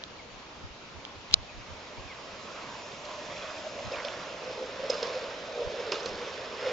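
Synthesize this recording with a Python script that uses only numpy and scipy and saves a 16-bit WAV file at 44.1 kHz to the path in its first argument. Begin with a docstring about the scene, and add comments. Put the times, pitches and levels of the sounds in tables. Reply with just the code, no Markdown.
"""A small rail vehicle rolls toward a hand-held camera along a miniature garden railway.
Rail roughness excites its wheels, which roar and drive the plank deck into resonance. Both axles
clack over each joint, friction sets flanges and rims sounding, and loose parts knock and jingle.
Behind it leaves hiss, a far bird chirps, breeze bumps the microphone and the camera body clicks."""
import sys
import numpy as np
from scipy import signal
from scipy.io import wavfile
from scipy.ndimage import uniform_filter1d

SR = 44100
rng = np.random.default_rng(int(sys.argv[2]) if len(sys.argv) > 2 else 0)


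def wrap_up_sound(samples):
    """Save the sound to the file named by the first command line argument, as 16-bit audio."""
    columns = np.atleast_2d(samples).T
    # keep every value between -1 and 1, then stretch to whole-number steps
    tamed = np.clip(columns, -1, 1)
    steps = np.round(tamed * 32767).astype(np.int16)
    wavfile.write(sys.argv[1], SR, steps)


N = 296352
T = np.arange(N) / SR
BLOW_T = np.arange(-SR // 50, SR // 5) / SR  # time around an impact, t/s


def amp(db):
    """Amplitude ratio of a level in decibels."""
    return 10 ** (np.asarray(db) / 20)


def unit_rms(x):
    """Normalisation to an rms of one."""
    return x / np.sqrt(np.mean(x ** 2) + 1e-20)


def spectrum_at(points, hz):
    """Interpolation on a logarithmic frequency axis."""
    f, value = np.transpose(points)
    return np.interp(np.log(hz + 1), np.log(f + 1), value)


def envelope(rows):
    """Gain at every sample, interpolated in decibels from rows that begin t/s, level/dB."""
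    s, db, *_ = np.transpose(rows)
    return amp(np.interp(T, s, db))


def add(mix, s, sound):
    """Superposition: a sound joins the mix at time s."""
    part = mix[..., max(round(s * SR), 0):][..., :sound.shape[-1]]
    part += sound[..., :part.shape[-1]]


def swells(rows):
    """Squared Hann envelopes from rows of t/s, peak level/dB, half-length/s."""
    out = np.zeros(N)
    for s, db, half in rows:
        add(out, s - half, amp(db) * np.hanning(round(2 * half * SR)) ** 2)
    return out


def strike(rise_s, decay_s):
    """Exponential growth up to an impact and exponential decay after it."""
    return np.exp(-abs(BLOW_T) / np.where(BLOW_T < 0, rise_s, decay_s))


def pan(left_db):
    """Direction by level difference: the gains of the left and right channels."""
    return amp(np.array([[left_db], [-left_db]]) / 2)


def band(x, lo_hz, hi_hz, order=2):
    """Butterworth band-pass filter."""
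    return signal.sosfilt(signal.butter(order, [lo_hz, hi_hz], "band", fs=SR, output="sos"), x)


def low_pass(x, edge_hz):
    """Linear-phase low-pass filter for both channels."""
    taps = signal.firwin(301, edge_hz, window=("kaiser", 8), fs=SR)
    return signal.oaconvolve(x, taps[None], "same", axes=1)


def resonate(x, hz, width):
    """Forced response of one damped mode, with unit gain at resonance."""
    radius = np.exp(-np.pi * width / SR)
    return 2 * signal.lfilter([1 - radius], [1, -radius * np.exp(2j * np.pi * hz / SR)], x).real


def garden_echo(x, t60=0.56):
    """Scattering from walls and bushes leaves a sparse tail that decays exponentially."""
    t = T[:SR // 2]
    taps = rng.standard_normal((2, len(t))) * (rng.random((2, len(t))) < 2000 / SR) * (t > .008)
    taps = (taps + 0.76 * taps[::-1]) * amp(-60 * t / t60)
    return signal.fftconvolve(x[None], taps / np.linalg.norm(taps[0]), axes=1)[:, :N]


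# Phase lead of the left microphone port: f/Hz, phase/rad
PORT_PHASE = [(100, 0), (500, 0.012), (1500, 0.25), (2300, 0.34), (3800, 0.032), (7000, 0.73)]

def noise(colour_db, coherence, patchy_db, size=1024):
    """Partly coherent stereo noise of unit rms: the spectrum colour_db(s, hz) with random patches."""
    hop = size // 4
    s, hz = np.arange(N // hop + 5)[:, None] * hop / SR, np.fft.rfftfreq(size, 1 / SR)
    a, b, c, d, patches = rng.standard_normal((5, len(s), len(hz)))
    patches = unit_rms(uniform_filter1d(uniform_filter1d(patches, size=9, axis=0), size=9, axis=1))
    shared = np.clip(spectrum_at(coherence, hz), -1, 1)
    left, independent = a + 1j * b, c + 1j * d
    lag = np.exp(-1j * spectrum_at(PORT_PHASE, hz))
    right = (shared * left + np.sqrt(1 - shared ** 2) * independent) * lag
    spectra = np.array([left, right]) * amp(colour_db(s, hz) + patchy_db * patches)
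    _, sound = signal.istft(spectra.swapaxes(1, 2), nperseg=size, noverlap=size - hop)
    return unit_rms(sound[:, :N])


# Spectrum of the garden air: f/Hz, relative density/dB
AIR_SPECTRUM = [(20, -14), (55, 0), (120, 0.5), (270, 2), (450, 1), (620, 2.5), (790, 0), (1000, 1.5),
                (1600, -4), (2400, -3.5), (4000, -6), (6800, -14.5), (7800, -28)]
# Likeness of that sound at the two ports: f/Hz, coherence
AIR_COHERENCE = [(60, 0.61), (240, 0.81), (500, 0.55), (950, 0.58), (1800, 0.15), (3600, 0.13),
                 (7000, 0.12)]

def leaves():
    """A diffuse field: leaves hiss all around, with little coherence in the treble."""
    hiss = noise(lambda s, hz: spectrum_at(AIR_SPECTRUM, hz), AIR_COHERENCE, patchy_db=1.32)
    return amp(-47.5) * hiss * pan(0.16)


# Chirps of a far bird: t/s, start f/Hz, end f/Hz, length/s, peak level/dB
BIRD_CHIRPS = [(0.176, 2530, 1920, 0.043, -46.5), (1.467, 2700, 2280, 0.065, -48.5),
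               (2.067, 2586, 1786, 0.087, -44.5), (3.923, 2850, 2090, 0.04, -37),
               (3.965, 2500, 1960, 0.04, -40.5)]

def bird():
    """Frequency modulation: short whistles glide downward, with a little echo."""
    out = np.zeros(N)
    for s, from_hz, to_hz, length, db in BIRD_CHIRPS:
        hz = np.linspace(from_hz, to_hz, round(length * SR))
        add(out, s, amp(db) * np.hanning(len(hz)) * np.sin(2 * np.pi * np.cumsum(hz) / SR))
    return out + amp(-18) * garden_echo(out)


# Puffs of breeze on the microphone: t/s, level/dB, half-length/s, nominal f/Hz
BREEZE_PUFFS = [(0.354, -52, 0.064, 60), (0.653, -40.5, 0.042, 65), (0.718, -48, 0.034, 45),
                (0.972, -45.5, 0.057, 99), (1.18, -50, 0.07, 70), (1.372, -42, 0.14, 72),
                (1.58, -45, 0.09, 75), (1.716, -44, 0.059, 65), (1.997, -43, 0.049, 70),
                (2.061, -46, .04, 99), (3.871, -39.5, 0.049, 124), (3.975, -49, 0.037, 100),
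                (5.671, -39.5, 0.0432, 75.5), (6.13, -52, 0.093, 50)]

def breeze():
    """Turbulent pressure: eddies bump each port independently, over a faint rumble."""
    rumble = amp(-65.5) * unit_rms(band(rng.standard_normal((2, N)), 43, 130))
    out = rumble + .5 * rumble[::-1]
    for s, db, half, hz in BREEZE_PUFFS:
        swell = np.hanning(round(2 * half * SR)) ** 2
        eddies = band(rng.standard_normal((2, SR)), hz / 2.16, hz * 1.36)[:, -len(swell):] * swell
        add(out, s - half, amp(db) * unit_rms(eddies) * np.sqrt(np.mean(swell ** 2)))
    return out


# Snaps of the camera body: t/s, level/dB, ring f/Hz, decay/s, left minus right/dB
CASE_SNAPS = [(0.0383, -17, 3610, 0.00052, -4), (1.0515, -18, 3250, 0.00048, -5),
              (1.312, -21, 3000, 0.00041, 1), (1.327, -20, 4300, 0.00036, 6),
              (1.3314, -25, 3000, 0.00053, 3), (1.3352, -15, 3230, 0.00065, 7),
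              (1.3403, 2.5, 5520, 0.00046, -4.5), (1.3405, -3, 3600, 0.001, 6),
              (1.341, 8, 4240, 0.0005, -8.5)]

def camera_clicks():
    """Structure-borne sound: plastic snaps ring through the case and reach the ports out of phase."""
    t, out = T[:SR // 30], np.zeros((2, N))
    port_phase, onset = np.array([[0], [2.1]]), 1 - np.exp(-t / 0.00014)
    case_knock = np.sin(2 * np.pi * 800 * t) * np.exp(-t / 0.00031)
    for s, db, hz, decay, left_db in CASE_SNAPS:
        ring = np.sin(2 * np.pi * hz * t + port_phase) * np.exp(-t / decay)
        rattle = band(rng.standard_normal((2, len(t))), 2640, 5900) * np.exp(-t / 0.0011)
        add(out, s, amp(db) * onset * (ring + amp(-9) * rattle + amp(-18) * case_knock) * pan(left_db))
    return out


def camera_creak(rise_s=0.0075):
    """Stick-slip: the strained plastic creaks, growing until its last snap."""
    to_snap = CASE_SNAPS[-1][0] - T
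    strain = np.exp(-abs(to_snap) / rise_s) * (to_snap > 0)
    slips = unit_rms(band(rng.standard_normal((2, N)), 2400, 4300))
    return amp(-28) * strain * slips


# Likeness of the track's sound at the two ports: f/Hz, coherence
TRACK_COHERENCE = [(100, 0.88), (470, 1), (920, 0.94), (1800, 0.66), (3600, 0.61), (7000, 1)]
# Hiss of the rails: t/s, level/dB
HISS_LEVELS = [(1.8, -79), (2.6, -59), (3.5, -54.5), (4.0, -58), (4.8, -66)]

def rail_hiss():
    """Guided waves: the rails carry a thin hiss ahead of the vehicle."""
    spectrum = [(4500, -40.5), (5600, -4), (6600, -2), (7300, -8.5), (7800, -11)]  # f/Hz, level/dB
    hiss = noise(lambda s, hz: spectrum_at(spectrum, hz), TRACK_COHERENCE, patchy_db=2)
    return envelope(HISS_LEVELS) * hiss * pan(6.5)


RIM_HZ = 5120  # the rim mode, whether rubbed or struck
# Singing of the rims as they rub along the rail: t/s, level/dB
RIM_LEVELS = [(1.9, -90), (2.5, -70), (3.7, -58.5), (4.1, -60), (4.5, -60), (5.1, -57), (5.5, -63.5),
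              (6.0, -54), (6.45, -62), (6.65, -53)]

def rims(width_hz=66, split_hz=85):
    """Beating: friction drives a rim mode and a weaker twin just above it."""
    rub, twin_rub = rng.standard_normal((2, N))
    mode = unit_rms(resonate(rub, RIM_HZ, width_hz))
    twin = amp(-4) * unit_rms(resonate(twin_rub, RIM_HZ + split_hz, width_hz))
    return envelope(RIM_LEVELS) * unit_rms(band(mode + twin, 4900, 5450, order=1))


# Scrubs of the flanges: t/s, level/dB, centre f/Hz, bandwidth/Hz, half-length/s
FLANGE_SCRUBS = [(2.565, -52.5, 1240, 407, 0.2), (2.751, -48, 964, 166, 0.12),
                 (3.102, -44.5, 1050, 223, 0.035), (3.464, -49, 1390, 705, 0.13),
                 (3.889, -46.5, 1150, 700, 0.054), (3.982, -42, 1300, 900, 0.052),
                 (4.213, -51.5, 1400, 700, .17), (5.138, -47, 2250, 2000, .09),
                 (5.796, -48.5, 1910, 2220, 0.081), (6.26, -47.5, 2600, 2600, 0.08),
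                 (6.673, -41, 1870, 2200, 0.15)]

def flanges():
    """Sliding friction: a flange leaning on the rail makes a short, hoarse swell."""
    out = np.zeros(N)
    for s, db, hz, width, half in FLANGE_SCRUBS:
        rub = unit_rms(band(rng.standard_normal(SR), hz - width / 2, hz + width / 2))
        swell = np.hanning(round(2 * half * SR))
        add(out, s - half, amp(db) * swell * rub[:len(swell)])
    return (out + amp(-0.5) * garden_echo(out)) * pan(-2.7)


# Modes of the thin fittings: f/Hz, bandwidth/Hz, relative level/dB
FITTING_MODES = [(2500, 110, -1.5), (3350, 190, -1.5), (4050, 230, -7)]
# Their jingle on the rough stretch: t/s, level/dB
JINGLE_LEVELS = [(2.7, -83), (3.1, -53), (3.28, -59), (3.42, -46.5), (3.51, -53.5), (3.58, -48.5),
                 (3.68, -85)]

def jingle(taps_per_s=140):
    """Impulse excitation: random taps of uneven strength ring each thin fitting."""
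    out = np.zeros(N)
    for hz, width, db in FITTING_MODES:
        taps = rng.uniform(.3, 1, N) * (rng.random(N) < taps_per_s / SR)
        out += amp(db) * unit_rms(resonate(taps, hz, width))
    return envelope(JINGLE_LEVELS) * unit_rms(out) * pan(-1.8)


# Knocks of loose parts after a jolt: t/s, level/dB, centre f/Hz, decay/s
PART_KNOCKS = [(2.945, -44, 2500, 0.0034), (3.790, -40, 2180, 0.0034), (3.9422, -38, 2500, 0.0024),
               (3.957, -36.5, 2890, 0.0027), (4.0017, -38, 2000, 0.0024), (4.085, -34, 2940, 0.0022),
               (4.943, -34, 4600, .002), (5.071, -36, 4760, 0.0022), (5.923, -36, 1140, .007),
               (5.923, -28.5, 2760, 0.0057), (5.926, -28.5, 377, 0.005), (5.955, -37, 1240, 0.0093),
               (6.032, -43, 5800, .002), (6.063, -35.5, 1390, .005), (6.066, -41, 2560, .005)]

def knocks(spread=1.07):
    """Heavily damped impacts: loose parts hit the frame, each a short burst of narrow-band noise."""
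    out = np.zeros(N)
    for s, db, hz, decay in PART_KNOCKS:
        body = unit_rms(band(rng.standard_normal(len(BLOW_T)), hz / spread, hz * spread, order=1))
        add(out, s + BLOW_T[0], amp(db) * body * strike(0.00046, decay))
    return (out + amp(-12.5) * garden_echo(out)) * pan(-2.5)


def nearness(s):
    """Approach of the vehicle: zero while it is far off, one when it is near."""
    return np.clip((s - 2.4) / 3.3, 0, 1)


def frame_shake(rise_s=0.006, decay_s=0.059):
    """Ring-down: the envelope of the shaking that each rail joint leaves in the frame."""
    t, out = T[:SR], np.zeros(N)
    shape = (1 - np.exp(-t / rise_s)) * np.exp(-t / decay_s)
    for s, *_, db in RAIL_JOINTS:
        add(out, s, amp(db) * shape / shape.max())
    return out


def deck_note(hz, waver_hz=11):
    """Random modulation: a note of unit rms wavers in pitch and level about the deck's resonance."""
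    waver, swell = (unit_rms(band(row, 1.74, 22)) for row in rng.standard_normal((2, N)))
    phase = 2 * np.pi * np.cumsum(hz + waver_hz * waver) / SR
    return unit_rms(amp(2.3 * swell) * np.sin(phase))


# Drone of the deck under the wheels: t/s, level/dB, resonance f/Hz
DECK_DRONE = [(2.201, -68, 600), (3.0, -54, 590), (3.17, -46.5, 603.6), (3.55, -46.5, 620), (3.8, -45, 607),
              (4.299, -47.5, 559.4), (4.62, -43, 520), (4.76, -44.5, 514), (4.86, -43, 522),
              (5.299, -40, 541), (5.5, -44, 553), (5.68, -38, 521), (5.879, -43.5, 478), (6.03, -43, 493),
              (6.501, -43.5, 485), (6.72, -44, 521)]
# Booms of the deck at stretches of rough rail: t/s, peak level/dB, f/Hz, half-length/s
DECK_BOOMS = [(3.665, -39.5, 632, 0.061), (3.8, -38.5, 561, 0.066), (4.49, -37.5, 515, 0.068),
              (4.61, -36, 510, 0.1), (4.805, -35.5, 520, 0.033), (4.845, -34, 527, 0.039),
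              (5.168, -33, 513, 0.052), (5.61, -31, 479, 0.1), (5.8, -34.5, 473, 0.024),
              (5.884, -35, 447, 0.043), (6.23, -41.5, 483, 0.086), (6.63, -32.5, 498, 0.047),
              (6.668, -26, 517, 0.033), (6.71, -34.5, 508, 0.049)]

def deck(far_width_hz=200, near_width_hz=180, fade_in_s=1.8):
    """Forced resonance: the planks sing from afar, then drone, shake at joints and boom on rough rail."""
    times, _, resonance_hz = np.transpose(DECK_DRONE)

    def colour(s, hz):
        centre = np.interp(s, times, resonance_hz)
        width = far_width_hz + (near_width_hz - far_width_hz) * nearness(s)
        steepness = np.where(hz < centre, 7.0, 4.6)  # the deck radiates little below its resonance
        return -10 * np.log10((1 + abs(2 * (hz - centre) / width) ** steepness) * width)
    steady = envelope(DECK_DRONE) * np.minimum(T / fade_in_s, 1) ** 2
    rough = swells((s, db - 3, half) for s, db, _, half in DECK_BOOMS)
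    note_share = np.interp(T, [3.54, 4.1], [.5, 0])  # of the steady power: the note roughens to noise
    gain = np.sqrt((1 - note_share) * steady ** 2 + rough ** 2 + (amp(4.5) * frame_shake()) ** 2)
    drone = gain * noise(colour, TRACK_COHERENCE, patchy_db=0.5)
    note = np.sqrt(note_share) * steady * deck_note(np.interp(T, times, resonance_hz))
    booms = sum(swells([(s, db, half)]) * np.sin(2 * np.pi * hz * (T - s))
                for s, db, hz, half in DECK_BOOMS)
    return (drone + note + booms) * pan(-1.2)


# Modes of a steel wheel: f/Hz, bandwidth/Hz, relative level/dB
WHEEL_MODES = [(5130, 50, -5.5), (5360, 130, -8), (4610, 140, -1), (4160, 90, -5), (3600, 150, -1.5),
               (2530, 110, 0), (887, 18, -1.5)]

def wheel_ring(force):
    """Modal superposition: the response of a steel wheel to a force, at unit rms."""
    modes = (amp(db) * resonate(force, hz, width) / np.sqrt(width) for hz, width, db in WHEEL_MODES)
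    return unit_rms(sum(modes))


# Axles over rail joints: t/s, thump level/dB, thump f/Hz, crack level/dB, crack f/Hz, crack decay/s,
# wheel ring level/dB, ping level/dB, ping decay/s, frame shake level/dB
RAIL_JOINTS = [(2.919, -52, 560, -43, 2950, 0.0033, -48, -60, .006, -62),
               (3.053, -49, 560, -42.5, 3700, 0.0038, -53, -57, 0.0074, -58),
               (3.921, -25, 515, -43, 3360, 0.0045, -48, -38, 0.0057, -43.5),
               (4.0503, -28, 560, -33.5, 3430, 0.0024, -38, -43, .016, -44.5),
               (4.902, -14.5, 525, -28.5, 4580, 0.003, -27, -17, 0.005, -41.5),
               (5.030, -19, 500, -32, 4100, .003, -31, -32, 0.014, -42.5),
               (5.921, -23, 434, -28.5, 4500, 0.0016, -20.5, -35, 0.014, -40.5),
               (6.0604, -25.5, 495, -30, 4350, 0.0015, -41, -45, .015, -49.5)]

def clacks(run_up_s=0.0034, bounce_s=0.045, bounce_db=-24, spread=1.32):
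    """Impact noise: each axle drops into a joint and bounces once; the deck thumps, the steel clangs."""
    t, thumps, steel = BLOW_T, np.zeros(N), np.zeros(N)
    chatter = amp(-17.5) * strike(run_up_s, 0.045)  # the wheel takes a moment to bear on the next rail
    for s, thump_db, thump_hz, crack_db, crack_hz, decay, ring_db, ping_db, ping_decay, _ in RAIL_JOINTS:
        contact, crack_noise, wheel_noise = rng.standard_normal((3, len(t)))
        planks = np.sin(2 * np.pi * thump_hz * t) + amp(-21.5) * unit_rms(band(contact, 150, 1600))
        thump = planks * strike(rise_s=0.002, decay_s=0.0038)
        crack = unit_rms(band(crack_noise, crack_hz / spread, crack_hz * spread))
        crack *= np.hypot(strike(0.82 * decay, decay), chatter)
        # One blow, then the wheel chatters.
        ring = wheel_ring((t == 0) + amp(-29.5) * wheel_noise * strike(run_up_s, 0.028))
        # The rim is struck on its edge and the rail rubs on it as it rings.
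        scrape = unit_rms(band(contact, RIM_HZ - 220, RIM_HZ + 220))
        ping = strike(.0009, ping_decay) * (np.cos(2 * np.pi * RIM_HZ * t) + 0.25 * scrape) / np.sqrt(2)
        clang = amp(crack_db) * crack + amp(ping_db) * ping + amp(ring_db) * ring / abs(ring).max()
        for at, db in (s, 0), (s + bounce_s, bounce_db):
            add(thumps, at + t[0], amp(thump_db + db) * thump)
            add(steel, at + t[0], amp(db) * clang)
    thumps = thumps + amp(-15.5) * garden_echo(thumps)
    steel = steel + amp(-9) * garden_echo(steel)
    return thumps * pan(-1.5) + steel * pan(-5.5)


# Roar of the wheels as the vehicle nears: t/s, relative level/dB
ROAR_LEVELS = [(1.5, -48), (2.67, -42.5), (2.97, -45), (3.3, -42), (3.55, -41.5), (3.72, -44), (3.9, -41.5),
               (4.7, -43.5), (5.0, -40), (5.5, -44.5), (5.99, -42), (6.5, -43.5)]
# Its spectrum from far off and from near by: f/Hz, relative density/dB
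FAR_SPECTRUM = [(100, -17), (250, -5), (340, -5.5), (600, 2), (780, -6.5), (1050, -0.5), (1400, -7.5),
                (1900, -8.5), (2500, -6), (3300, -11), (4500, -15), (5300, -12), (6800, -20.5), (7800, -26)]
NEAR_SPECTRUM = [(100, -19), (230, 0), (320, -3.5), (650, 6), (790, -1), (950, 3), (1300, 1.5), (1900, -2),
                 (3600, -3.5), (4700, -10), (5500, -11.5), (6000, -12.5), (7100, -21), (7800, -25)]

def rolling(screened_db=-9.5, in_view_s=1.76):
    """Roughness excitation: the wheels roar and ring faintly, and the roar flares after each joint."""
    def colour(s, hz):
        near = nearness(s)
        return (1 - near) * (spectrum_at(FAR_SPECTRUM, hz) + 2.25) + near * spectrum_at(NEAR_SPECTRUM, hz)
    roar = noise(colour, TRACK_COHERENCE, patchy_db=1.78)
    grit = rng.standard_normal(N) * (rng.random(N) < 500 / SR)
    ring = wheel_ring(grit) * envelope([(1.6, -31), (2.4, -17.5), (4.4, -11.5), (6.2, -8)])
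    bushes_db = screened_db * np.maximum(1 - T / in_view_s, 0)  # at first bushes screen the vehicle
    gain = np.hypot(envelope(ROAR_LEVELS) * amp(bushes_db - 0.5), frame_shake())
    return gain * (roar + ring) * pan(-2.9)


def scene():
    """Linear superposition of the garden, the vehicle and the small sounds at the camera."""
    background = leaves()
    vehicle = rolling() + rims() + rail_hiss() + flanges() + deck() + clacks() + knocks() + jingle()
    return background + vehicle + camera_creak() + camera_clicks() + breeze() + bird()


def record(dry, threshold_db=-19.5, recover_db_per_s=50, smoothing_s=0.016):
    """Overload and gain control: the camera limits peaks, ducks after them and narrows the band."""
    limited = np.clip(dry, -.87, .87)
    pole = np.exp(-1 / (smoothing_s * SR))
    power_db = 10 * np.log10(signal.lfilter([1 - pole], [1, -pole], (limited ** 2).mean(0)) + 1e-12)
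    fall_db = T * recover_db_per_s
    held_db = np.maximum.accumulate(power_db + fall_db) - fall_db
    over_db = np.maximum(held_db - threshold_db, 0)
    ducked = limited / amp(0.97 * signal.lfilter([1 - pole], [1, -pole], over_db))
    narrow = low_pass(ducked, edge_hz=7650)
    fizz = amp(-25) * narrow * 2 * np.cos(2 * np.pi * 16000 * T)  # a faint mirror image above the band
    return low_pass(narrow + fizz, edge_hz=8850)


dry = scene()
out = record(dry)
wrap_up_sound(out)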